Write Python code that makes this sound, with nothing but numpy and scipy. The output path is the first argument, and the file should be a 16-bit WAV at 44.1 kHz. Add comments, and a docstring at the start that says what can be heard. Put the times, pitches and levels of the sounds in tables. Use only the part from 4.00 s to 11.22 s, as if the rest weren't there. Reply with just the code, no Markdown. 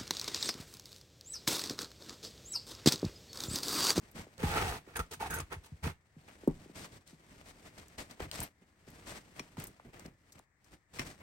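"""In a garage, a mechanic kneels by a floor jack and shoves a wooden wheel block to the right.
The wood sticks and slips on the concrete, so it scrapes, shudders and crunches the grit under it.
He shifts his weight with a thud, his work clothes rub and rustle on the left, a zipper pull tinkles,
and the steel jack handle clinks in its socket as he takes hold of it."""
import sys
import numpy as np
from scipy import signal
from scipy.fft import rfft, irfft, next_fast_len
from scipy.io import wavfile
from scipy.ndimage import map_coordinates

SR = 44100
rng = np.random.default_rng(int(sys.argv[2]) if len(sys.argv) > 2 else 0)


def output_pcm(signal):
    """Save a mono or channel-first signal as 16-bit PCM at the path in sys.argv[1].

    Samples are clipped to [-1, 1] before scaling.
    """
    pcm = np.clip(np.atleast_2d(signal).T, -1, 1) * 32767
    wavfile.write(sys.argv[1], SR, np.round(pcm).astype(np.int16))


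N = 318402

# The tone of each noise. Each row: frequency in Hz, relative level in dB.
AIR_TONE = [(20, -12), (80, 6.5), (180, -4.5), (500, -15), (1100, -11), (1500, -13), (1800, -5.5),
            (2200, -10), (2900, -30), (7500, -24), (11000, -42.5), (16000, -38)]  # the quiet room
FLAP_TONE = [(15, -24.5), (35, -4), (80, 0), (170, -2.5), (300, -5), (450, -12.5), (800, -21),
             (1500, -43.5)]  # cloth flapping
RUB_TONE = [(200, -11), (450, -0.5), (650, 0.5), (1100, -2.5), (1500, -4), (2100, -2), (3000, -9.5),
            (5000, -28)]  # cloth rubbing
SWISH_TONE = [(1500, 2.5), (3000, 2), (4500, 2.5), (7000, 0), (9000, -3.5), (11000, -6), (13500, -16),
              (16000, -16.5)]  # cloth swishing
SCRAPE_TONE = [(130, -37), (220, -4.5), (376, 2), (451, 5.5), (586, -6), (686, -3), (845, -5.5),
               (1080, -0.5), (1410, 1.5), (5000, -26.5), (6500, -55), (11000, -120)]  # wood on concrete
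SHUDDER_TONE = [(15, -11), (35, -18), (55, -2.5), (73, 2.5), (110, -2.5), (160, -4.5), (250, -14.5),
                (500, -46)]  # the block shaking
GRIT_TONE = [(1500, -29.5), (2700, 3.5), (4500, 1.5), (7000, -2.5), (10000, -3), (12000, -5.5),
             (13500, -20), (16000, -7)]  # coarse grit
SAND_TONE = [(1500, -18), (2700, -13), (4800, -13), (6100, 4.5), (6600, 17), (7100, -19), (9000, 10.5),
             (10800, 11), (12500, -11), (16000, -14)]  # fine sand
# How alike a noise is in both ears. Each row: frequency in Hz, likeness from 0 to 1.
EAR_LIKENESS = [(60, 1), (130, 0.95), (280, 0.92), (600, .72), (1200, 0.2), (3000, 0.13), (7000, 0.44)]
# The garage's echo. Each row: frequency in Hz, fade time in seconds (the time to fall by 60 dB).
ECHO_FADES = [(70, 0.4), (170, 0.16), (500, 0.13), (2000, 0.2), (10000, .15)]
# The faint rustle of the kneeling man. Each row: time in seconds, level in dB.
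STIRRING = [(0.0, -67), (0.36, -68.5), (1.8, -71.5), (2.01, -83.5), (2.28, -66), (2.97, -65.5), (3.03, -80),
            (3.3, -64.5), (4.44, -68.5), (4.52, -80), (4.8, -74.5), (4.95, -62.5), (5.3, -67),
            (5.45, -64.5), (6.08, -79.5), (6.17, -80), (6.4, -67.5), (6.5, -100), (6.68, -71.5),
            (6.87, -89.5), (6.96, -59.5), (7.22, -68.5)]
# Sweeps of a sleeve or trouser leg. Each row: start, length and rise time in seconds,
# then the levels of rub, flap and swish in dB.
CLOTH_SWEEPS = [ (0.143, 0.078, 0.016, -50.5, -47, -53.5), (2.275, 0.027, .01, -58.5, -68, -72.5),
                (2.528, 0.11, .02, -80, -58.5, -72.5), (2.742, 0.11, 0.024, -53, -51.5, -51.5),
                (2.904, 0.068, 0.02, -60.5, -54.5, -60), (3.057, 0.085, 0.011, -70, -69, -63.5),
                (3.446, 0.055, 0.018, -59.5, -63, -58), (3.63, 0.043, 0.031, -53.5, -58, -56),
                (3.776, 0.028, 0.0032, -57, -53.5, -58), (3.975, 0.053, 0.011, -49.5, -50, -49.5),
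                (4.094, 0.038, 0.0042, -56.5, -58, -61), (4.194, 0.066, 0.007, -49.5, -46.5, -56),
                (4.313, 0.12, 0.0061, -51, -56.5, -48.5), (4.379, 0.063, 0.022, -49, -48, -53.5),
                (4.609, 0.024, .01, -71, -61, -78), (4.862, 0.07, 0.012, -69, -61, -66),
                (5.051, 0.056, 0.024, -50.5, -52, -50.5), (5.099, 0.089, .02, -52.5, -54.5, -54.5),
                (5.353, 0.075, 0.016, -57.5, -56, -63), (5.568, 0.077, 0.018, -54, -50, -54.5),
                (5.666, 0.051, .01, -67, -58, -75), (5.845, 0.045, .008, -66, -54, -89),
                (5.924, 0.143, 0.011, -60, -57.5, -66), (6.043, 0.037, .012, -59.5, -54.5, -77),
                (6.102, 0.025, .01, -74, -61.5, -87), (6.348, 0.024, 0.01, -61.5, -59, -69),
                (6.703, 0.049, 0.026, -62, -57.5, -63), (6.930, 0.045, 0.0098, -60.5, -59, -57),
                (6.989, 0.033, 0.0072, -47.5, -43.5, -51.5), (7.042, 0.071, 0.011, -53, -52.5, -53),
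                (7.198, 0.044, 0.018, -54, -59, -77.5), ]
# Snaps of grit, wood, cloth and fasteners. Each row: start in seconds, level in dB, pitch in Hz,
# fade time in seconds, side (below 0 is left, above 0 is right).
SMALL_SNAPS = [(0.113, -47.5, 11900, .03, -.16), (0.380, -42, 4900, .015, .83),
               (0.958, -31.5, 1750, 0.048, .64), (0.967, -27, 10100, 0.026, -.18),
               (0.992, -32, 9000, .047, .3), (1.112, -38, 5930, .046, -0.16), (1.136, -36, 8000, .048, .3),
               (1.305, -30.5, 9660, .067, .3), (1.337, -28.5, 9850, 0.11, .55),
               (1.402, -29, 7150, .033, .3), (1.839, -29.5, 950, 0.026, .86), (2.475, -37, 9700, .023, .07),
               (3.075, -45.5, 4850, 0.025, -1.5), (3.783, -45, 5000, 0.02, -.55),
               (3.883, -48, 7000, 0.015, -1.1), (3.982, -39.5, 3970, 0.04, -1),
               (4.110, -39.5, 4200, .03, -1), (4.203, -31.5, 1050, 0.028, -.58),
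               (4.314, -28, 3300, 0.012, -1), (4.403, -28, 7470, .017, -1.1),
               (4.414, -35.5, 950, .05, -1.2), (4.903, -48.5, 10000, 0.019, -.8),
               (5.569, -38.5, 845, 0.045, -.5), (5.599, -38.5, 9200, .02, -.68),
               (5.600, -37.5, 1600, 0.032, -.58), (5.640, -30, 13970, .018, -.85),
               (5.669, -38.5, 9670, 0.043, -.65), (5.996, -41, 5900, 0.015, -1),
               (6.061, -43.5, 5000, 0.021, -1), (6.321, -46.5, 6020, 0.052, -1.2),
               (6.392, -47.5, 7100, 0.013, -1.1), (6.643, -55.5, 5800, .039, -1)]
# The zipper pull's tinkles. Each row: start in seconds, level in dB.
ZIPPER_TINKLES = [(4.404, -44.5), (4.427, -40.5), (4.433, -35.5)]
# The notes that metal rings with. Each row: pitch in Hz, relative level in dB, fade time in seconds.
ZIPPER_NOTES = [(9700, 3.5, 0.025), (12500, -5.5, 0.041), (15180, -9.5, 0.045)]
HANDLE_NOTES = [(1135, 2.5, 0.041), (1800, -3, 0.046), (2083, 5, 0.013), (2410, 1.5, 0.051),
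                (2970, -9, 0.054), (3270, -9.5, 0.083), (4080, -15, .05), (5530, -4.5, 0.081),
                (6900, -19, 0.064), (8900, -22, 0.051)]
# The handle hits its socket. Each row: start in seconds, ring and rattle levels in dB,
# the rattle's fade time in seconds, treble lift in dB per octave.
HANDLE_CLINKS = [(5.395, -45.5, -37, 0.029, 2), (6.987, -59, -45.5, 0.17, 2.5),
                 (6.994, -50, -29.5, 0.042, 0.5)]
# Dull blows of block, knees, hands and jack. Each row: start in seconds, level in dB,
# pitch in Hz at the loudest moment, head start of the right ear in milliseconds.
DULL_BLOWS = [(0.029, -55.5, 258, 0), (0.268, -48.5, 500, 0), (0.434, -24, 204, .22),
              (0.444, -30.5, 87.5, .22), (0.874, -47, 395, .15), (0.985, -37, 79, .13),
              (1.169, -50.5, 120, .15), (1.412, -43, 94, .15), (1.561, -42, 101, .15),
              (1.719, -40.5, 124, .22), (1.832, -35.5, 140, .15), (1.864, -33, 220, .15),
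              (2.165, -47.5, 190, -.07), (2.434, -43, 368, -.18), (2.475, -16.5, 323, -.24),
              (2.479, -41, 47.5, -.1), (2.659, -48, 330, -.2), (2.696, -46.5, 323, -.21),
              (3.129, -48, 246, -.2), (4.202, -33.5, 524, -.1), (4.203, -42, 90, -.07),
              (4.261, -43.5, 143, -.12), (4.392, -41.5, 109, -.12), (4.876, -47.5, 316, -.15),
              (5.399, -40, 320, -.17), (5.579, -37, 201, -.05), (5.798, -44.5, 1040, -.23),
              (5.852, -57, 387, -.2), (6.055, -42, 245, -.2), (6.396, -49.5, 950, 0),
              (6.993, -40.5, 290, -.2)]
# Pitches that a space or object boosts. Each row: pitch in Hz, width in Hz, relative level in dB.
FLOOR_SLAB = [(40, 9.2, -15), (156.4, 11, -8.5), (286, 40, -18), (390, 53, -9)]  # the concrete floor slab
BLOCK_BODY = [(482.5, 23, 1.5), (704, 44, 3), (878, 75, 6), (1240, 54, -2), (1870, 240, -2),
              (2223, 170, -5.5), (2510, 39, -3.5)]  # the wooden block
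# Shoves of the block. Each row: start, length and rise time in seconds, scrape, shudder and grit levels
# in dB, share of sand in the grit from 0 to 1, chatter pitch in Hz, chatter in dB above the scrape.
BLOCK_SHOVES = [ (0.372, 0.07, 0.036, -48, -45.5, -55, 0.2, 474.5, 1),
                (0.428, 0.34, 0.0046, -42, -39.5, -45.5, 0.06, 799, -1.5),
                (0.51, 0.12, 0.034, -44.5, -74, -59.5, 0, 1394, 2.5),
                (0.861, 0.16, 0.008, -63, -66, -69.5, 0, 800, -24),
                (0.953, 0.028, 0.0048, -45, -47.5, -44.5, 0.8, 1560, 4.5),
                (0.99, 0.019, .002, -41, -42, -48, .35, 1350, 7.5),
                (1.108, 0.039, .004, -51.5, -62, -48.5, .05, 439, -1.5),
                (1.192, 0.083, .03, -42.5, -46.5, -49, 0.27, 849, 1),
                (1.294, 0.097, .012, -44, -44, -47, 1, 1508, 1.5),
                (1.395, 0.015, 0.0045, -45, -48.5, -51, 0, 1250, 1.5),
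                (1.498, 0.052, 0.031, -46, -48.5, -56, 0.6, 1184, -13),
                (1.629, 0.04, 0.019, -63.5, -73, -58.5, 0.12, 1000, -12),
                (1.824, 0.072, 0.017, -43.5, -38, -50, .2, 910, -20), ]


def amp(db):
    """Turn decibels into a volume factor."""
    return 10 ** (np.asarray(db) / 20)


def unit(x):
    """Scale a sound to an average strength (rms) of 1."""
    return x / np.sqrt(np.mean(x ** 2) + 1e-20)


def along(points, hz):
    """Read between a table's rows on a log frequency scale."""
    freqs, values = np.transpose(points)
    return np.interp(np.log(hz + 1), np.log(freqs + 1), values)


def wobble(per_s):
    """A smooth curve through per_s random values a second."""
    values = rng.standard_normal(int(N * per_s / SR) + 4)
    return map_coordinates(values, [np.arange(N) * per_s / SR])


def filtered(x, response):
    """Scale and delay each frequency as the response says."""
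    n = x.shape[-1]
    size = next_fast_len(n + SR // 8)
    return irfft(rfft(x, size) * response(np.fft.rfftfreq(size, 1 / SR)), size)[..., :n]


def colour(x, tone):
    """Give a noise the tone in a table, at strength 1."""
    return unit(filtered(x, lambda hz: amp(along(tone, hz))))


def resonance(hz, centre, width):
    """A response that favours one pitch."""
    return 1j * hz * width / (centre ** 2 - hz ** 2 + 1j * hz * width)


def add(track, start, sound):
    """Mix a sound into a track, start seconds in."""
    part = track[..., round(start * SR):][..., :sound.shape[-1]]
    part += sound[..., :part.shape[-1]]


def placed(x, lead_ms, left_db):
    """Give a direction: the right ear is earlier by lead_ms, the left louder by left_db."""
    sides = np.array([[1], [-1]])
    timed = filtered(x, lambda hz: np.exp(-1j * np.pi * hz * sides * lead_ms / 1000))
    return amp(sides * left_db / 2) * timed


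def friction(per_s, hiss, spread_db=0):
    """Tiny random slips over a smooth hiss; the ears differ most in the treble."""
    slips = (rng.random(N) < per_s / SR) * amp(spread_db * np.clip(rng.standard_normal(N), -2, 2))
    pair = unit(slips * rng.standard_normal((2, N))) + hiss * rng.standard_normal((2, N))
    angle = lambda hz: np.arccos(along(EAR_LIKENESS, hz)) / 2
    mid, side = filtered(pair, lambda hz: np.array([np.cos(angle(hz)), np.sin(angle(hz))]))
    return unit(np.array([mid + side, mid - side]))


def stroke(length, rise_s, swell_db, fade_s):
    """The volume of one movement: it rises, swells near its middle, then fades."""
    t = np.arange(int((length + fade_s) * SR)) / SR
    arch = np.sin(np.pi * np.minimum(t / length, 1) ** 0.8)
    fade_db = 60 * np.maximum(t - length, 0) / fade_s
    return np.minimum(t / rise_s, 1) * amp(swell_db * (arch - 1) - fade_db)


def ring(notes, t):
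    """Struck metal: each note starts at a random strength in each ear and fades."""
    out = np.zeros((2, len(t)))
    for hz, db, fade_s in notes:
        volume = amp(db + rng.normal(0, 4.3, (2, 1)) - 60 * t / fade_s)
        out += volume * np.sin(2 * np.pi * hz * t + rng.normal(0, 1, (2, 1)))
    return out


def room_air():
    """The room's faint, steady rumble and hiss."""
    air = colour(friction(per_s=1600, hiss=1.8, spread_db=1), AIR_TONE)
    return amp(-74.5) * placed(air, lead_ms=0.091, left_db=5.5)


def garage_echo(x, gap_s=0.009):
    """Floor, car and walls answer after a short gap; each frequency fades at its own speed."""
    hz, t, noise = signal.stft(rng.standard_normal((2, SR // 2)), SR, nperseg=256)
    fading = noise * amp(-60 * t / along(ECHO_FADES, hz)[:, None])
    mid, side = signal.istft(fading, SR, nperseg=256)[1]
    side = filtered(side, lambda f: f / (f + 700))  # long waves reach both ears alike
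    tail = np.pad([mid + side, mid - side], ((0, 0), (round(gap_s * SR), 0))) / np.linalg.norm(mid)
    return signal.fftconvolve(x, tail, axes=1)[:, :N]


def clothes():
    """Heavy cotton rubs, flaps and swishes as its folds catch and let go."""
    stir_db = np.interp(np.arange(N) / SR, *np.transpose(STIRRING)) + wobble(25)  # in small fits
    power = np.outer(amp([0, 2.5, -2.5]), amp(stir_db)) ** 2  # rub, flap, swish
    for start, length, rise_s, *levels_db in CLOTH_SWEEPS:
        sweep = stroke(length, rise_s, swell_db=3, fade_s=0.15)
        add(power, start, np.outer(amp(levels_db), sweep) ** 2)
    rubbing, flapping, swishing = np.sqrt(power)
    folds = amp(2.06 * wobble(70))
    flap = flapping * colour(friction(per_s=400, hiss=1.7), FLAP_TONE)
    rub = rubbing * colour(friction(per_s=900, hiss=1.4, spread_db=5), RUB_TONE)
    swish = swishing * colour(friction(per_s=900, hiss=1.5, spread_db=2), SWISH_TONE)
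    rustle = placed(rub, lead_ms=-0.28, left_db=2) + placed(swish, lead_ms=-0.019, left_db=5)
    return placed(flap, lead_ms=-0.086, left_db=-1.6) + folds * rustle


def snaps():
    """A little contact sprays fading noise; short snaps start with a spike, long ones swell."""
    out, t = np.zeros((2, N)), np.arange(SR // 6) / SR
    for start, db, hz, fade_s, side in SMALL_SNAPS:
        swell = amp(-60 * t / fade_s) * (1 - np.exp(-t / (0.026 * fade_s)))
        spike = 5.3 * np.exp(-t / 0.00049 - fade_s / 0.007)
        noise = rng.standard_normal(len(t)) + 1.3 * rng.standard_normal((2, len(t)))
        spray = unit(filtered(noise, lambda f: resonance(f, hz, width=0.51 * hz)))
        snap = amp(db - 5) * (swell + spike) * spray
        add(out, start, placed(snap, lead_ms=0.15 * side, left_db=-4.5 * side))
    return out


def zipper():
    """The small brass pull rings with high, short notes."""
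    out, t = np.zeros((2, N)), np.arange(SR // 4) / SR
    for start, db in ZIPPER_TINKLES:
        add(out, start, amp(db) * ring(ZIPPER_NOTES, t) * (1 - np.exp(-t / 0.0012)))
    return out


def jack_handle():
    """The loose steel handle rings in its socket, and its rattle blurs the same notes."""
    out, t = np.zeros((2, N)), np.arange(SR // 4) / SR
    blurred = lambda f: np.sqrt(sum(abs(amp(db) * resonance(f, hz, width=0.047 * hz)) ** 2
                                    for hz, db, _ in HANDLE_NOTES))
    strike = (1 - np.exp(-t / 0.00031)) * (1 + 1.1 * np.exp(-t / 0.0012))  # hardest at first
    for start, ring_db, rattle_db, fade_s, lift_db in HANDLE_CLINKS:
        rattle = unit(filtered(rng.standard_normal((2, len(t))), blurred))
        rattle *= amp(rattle_db - 60 * t / fade_s)
        clink = strike * (amp(ring_db) * ring(HANDLE_NOTES, t) + rattle)
        add(out, start, filtered(clink, lambda f: amp(lift_db * np.log2(np.maximum(f, 500) / 2000))))
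    return out


def thuds(rise_cycles=1.3, scuff_fade_s=0.12, echo_s=0.0125):
    """A soft blow swells as its pitch sinks, scuffs, echoes dully off the car, and the concrete floor booms."""
    out, t = np.zeros((2, N)), np.arange(SR // 8) / SR
    for start, db, hz, lead_ms in DULL_BLOWS:
        age = t * hz / rise_cycles  # 1 at the loudest moment
        swell = (age * np.exp(1 - age)) ** 1.33
        wave = swell * np.sin(4 * np.pi * rise_cycles * np.log1p(age))
        scuff = unit(filtered(rng.standard_normal((2, len(t))), lambda f: 1 / (1 + (f / (3 * hz)) ** 6)))
        scuff *= np.minimum(3 * age, 1) * amp(-19 - 60 * t / scuff_fade_s)
        add(out, start, amp(db) * (placed(wave, lead_ms, left_db=0.5) + scuff))
    echo = lambda f: amp(-12) * np.exp(-2j * np.pi * f * echo_s) / (1 + 1j * f / 350)
    boom = lambda f: sum(amp(db) * resonance(f, hz, width) for hz, width, db in FLOOR_SLAB)
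    return filtered(out, lambda f: 1 + echo(f) + boom(f))


def chatter(hz, length, volume, sink_octaves=0.15, smear=0.22):
    """The block's dragging edge chatters at a sinking pitch, which uneven slips smear."""
    t = np.arange(len(volume)) / SR
    pitch = hz * 2 ** (sink_octaves * (0.5 - np.minimum(t / length, 1)))
    phase = 2 * np.pi * np.cumsum(pitch) / SR
    slips = [map_coordinates(row, [t * smear * hz], mode="wrap") for row in rng.standard_normal((2, 512))]
    return volume * unit(slips[0] * np.sin(phase) + slips[1] * np.cos(phase))


def shoves():
    """The shoves give the volumes of scrape, grit, sand and shudder, and the sound of the chatter."""
    sliding, shuddering, chattering = np.zeros((3, N)), np.zeros(N), np.zeros(N)
    for start, length, rise_s, scrape_db, shudder_db, grit_db, sand, hz, chatter_db in BLOCK_SHOVES:
        push = lambda fade_s: stroke(length, rise_s, swell_db=5, fade_s=fade_s)
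        coarse, fine = amp(grit_db) * np.sqrt([1 - sand, sand])
        add(sliding, start, np.outer([amp(scrape_db), coarse, fine], push(0.099)))
        add(shuddering, start, amp(shudder_db) * push(0.15))  # outlasts the scrape
        add(chattering, start, amp(scrape_db + chatter_db) * chatter(hz, length, push(0.034)))
    return (*sliding, shuddering, chattering)


def wheel_block():
    """Wood sticks and slips on concrete: the block shudders and rings, and grit crunches under it."""
    scraping, gritty, sandy, shuddering, chattering = shoves()
    grip = amp(2 * wobble(90))  # the edge catches and lets go
    ringing = lambda f: sum(amp(db) * resonance(f, hz, width) for hz, width, db in BLOCK_BODY)
    body = unit(filtered(friction(per_s=2300, hiss=0.62), ringing))
    rasp = colour(friction(per_s=830, hiss=0.37), SCRAPE_TONE)
    scrape = scraping * (body + rasp) + chattering
    coarse = colour(friction(per_s=1700, hiss=1, spread_db=3.5), GRIT_TONE)
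    fine = colour(friction(per_s=420, hiss=0.51), SAND_TONE)
    grit = amp(1.3 * wobble(260)) * (gritty * coarse + sandy * fine)  # grains crush in clumps
    shudder = shuddering * colour(friction(per_s=580, hiss=0.64), SHUDDER_TONE)
    wood = placed(grip * scrape, lead_ms=0.16, left_db=-1) + placed(shudder, lead_ms=0.093, left_db=-1)
    return wood + placed(grip * grit, lead_ms=0.15, left_db=2)


def scene():
    """Mix all the sounds; the blows, clicks and block also echo in the garage."""
    blows = thuds()
    clicks = snaps() + placed(jack_handle() + zipper(), lead_ms=-0.355, left_db=3)
    block = wheel_block()
    direct = room_air() + clothes() + clicks + blows + block
    return direct + garage_echo(amp(-17) * (blows + block) + amp(-21.5) * clicks)


def record(dry, split_hz=7500, top_hz=15950):
    """Above split_hz both ears hear the left side, the right with shifted phase; top_hz is the limit."""
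    left, right = dry
    treble = lambda hz: 1 / (1 + (split_hz / (hz + 1)) ** 30)
    shift = lambda hz: np.exp(2j * np.pi * (hz - 8400) / 3660)
    right_lows = filtered(right, lambda hz: np.sqrt(1 - treble(hz)))
    right_highs = filtered(left, lambda hz: np.sqrt(treble(hz)) * shift(hz))
    return filtered(np.array([left, right_lows + right_highs]), lambda hz: hz < top_hz)


dry = scene()
out = record(dry)
output_pcm(out)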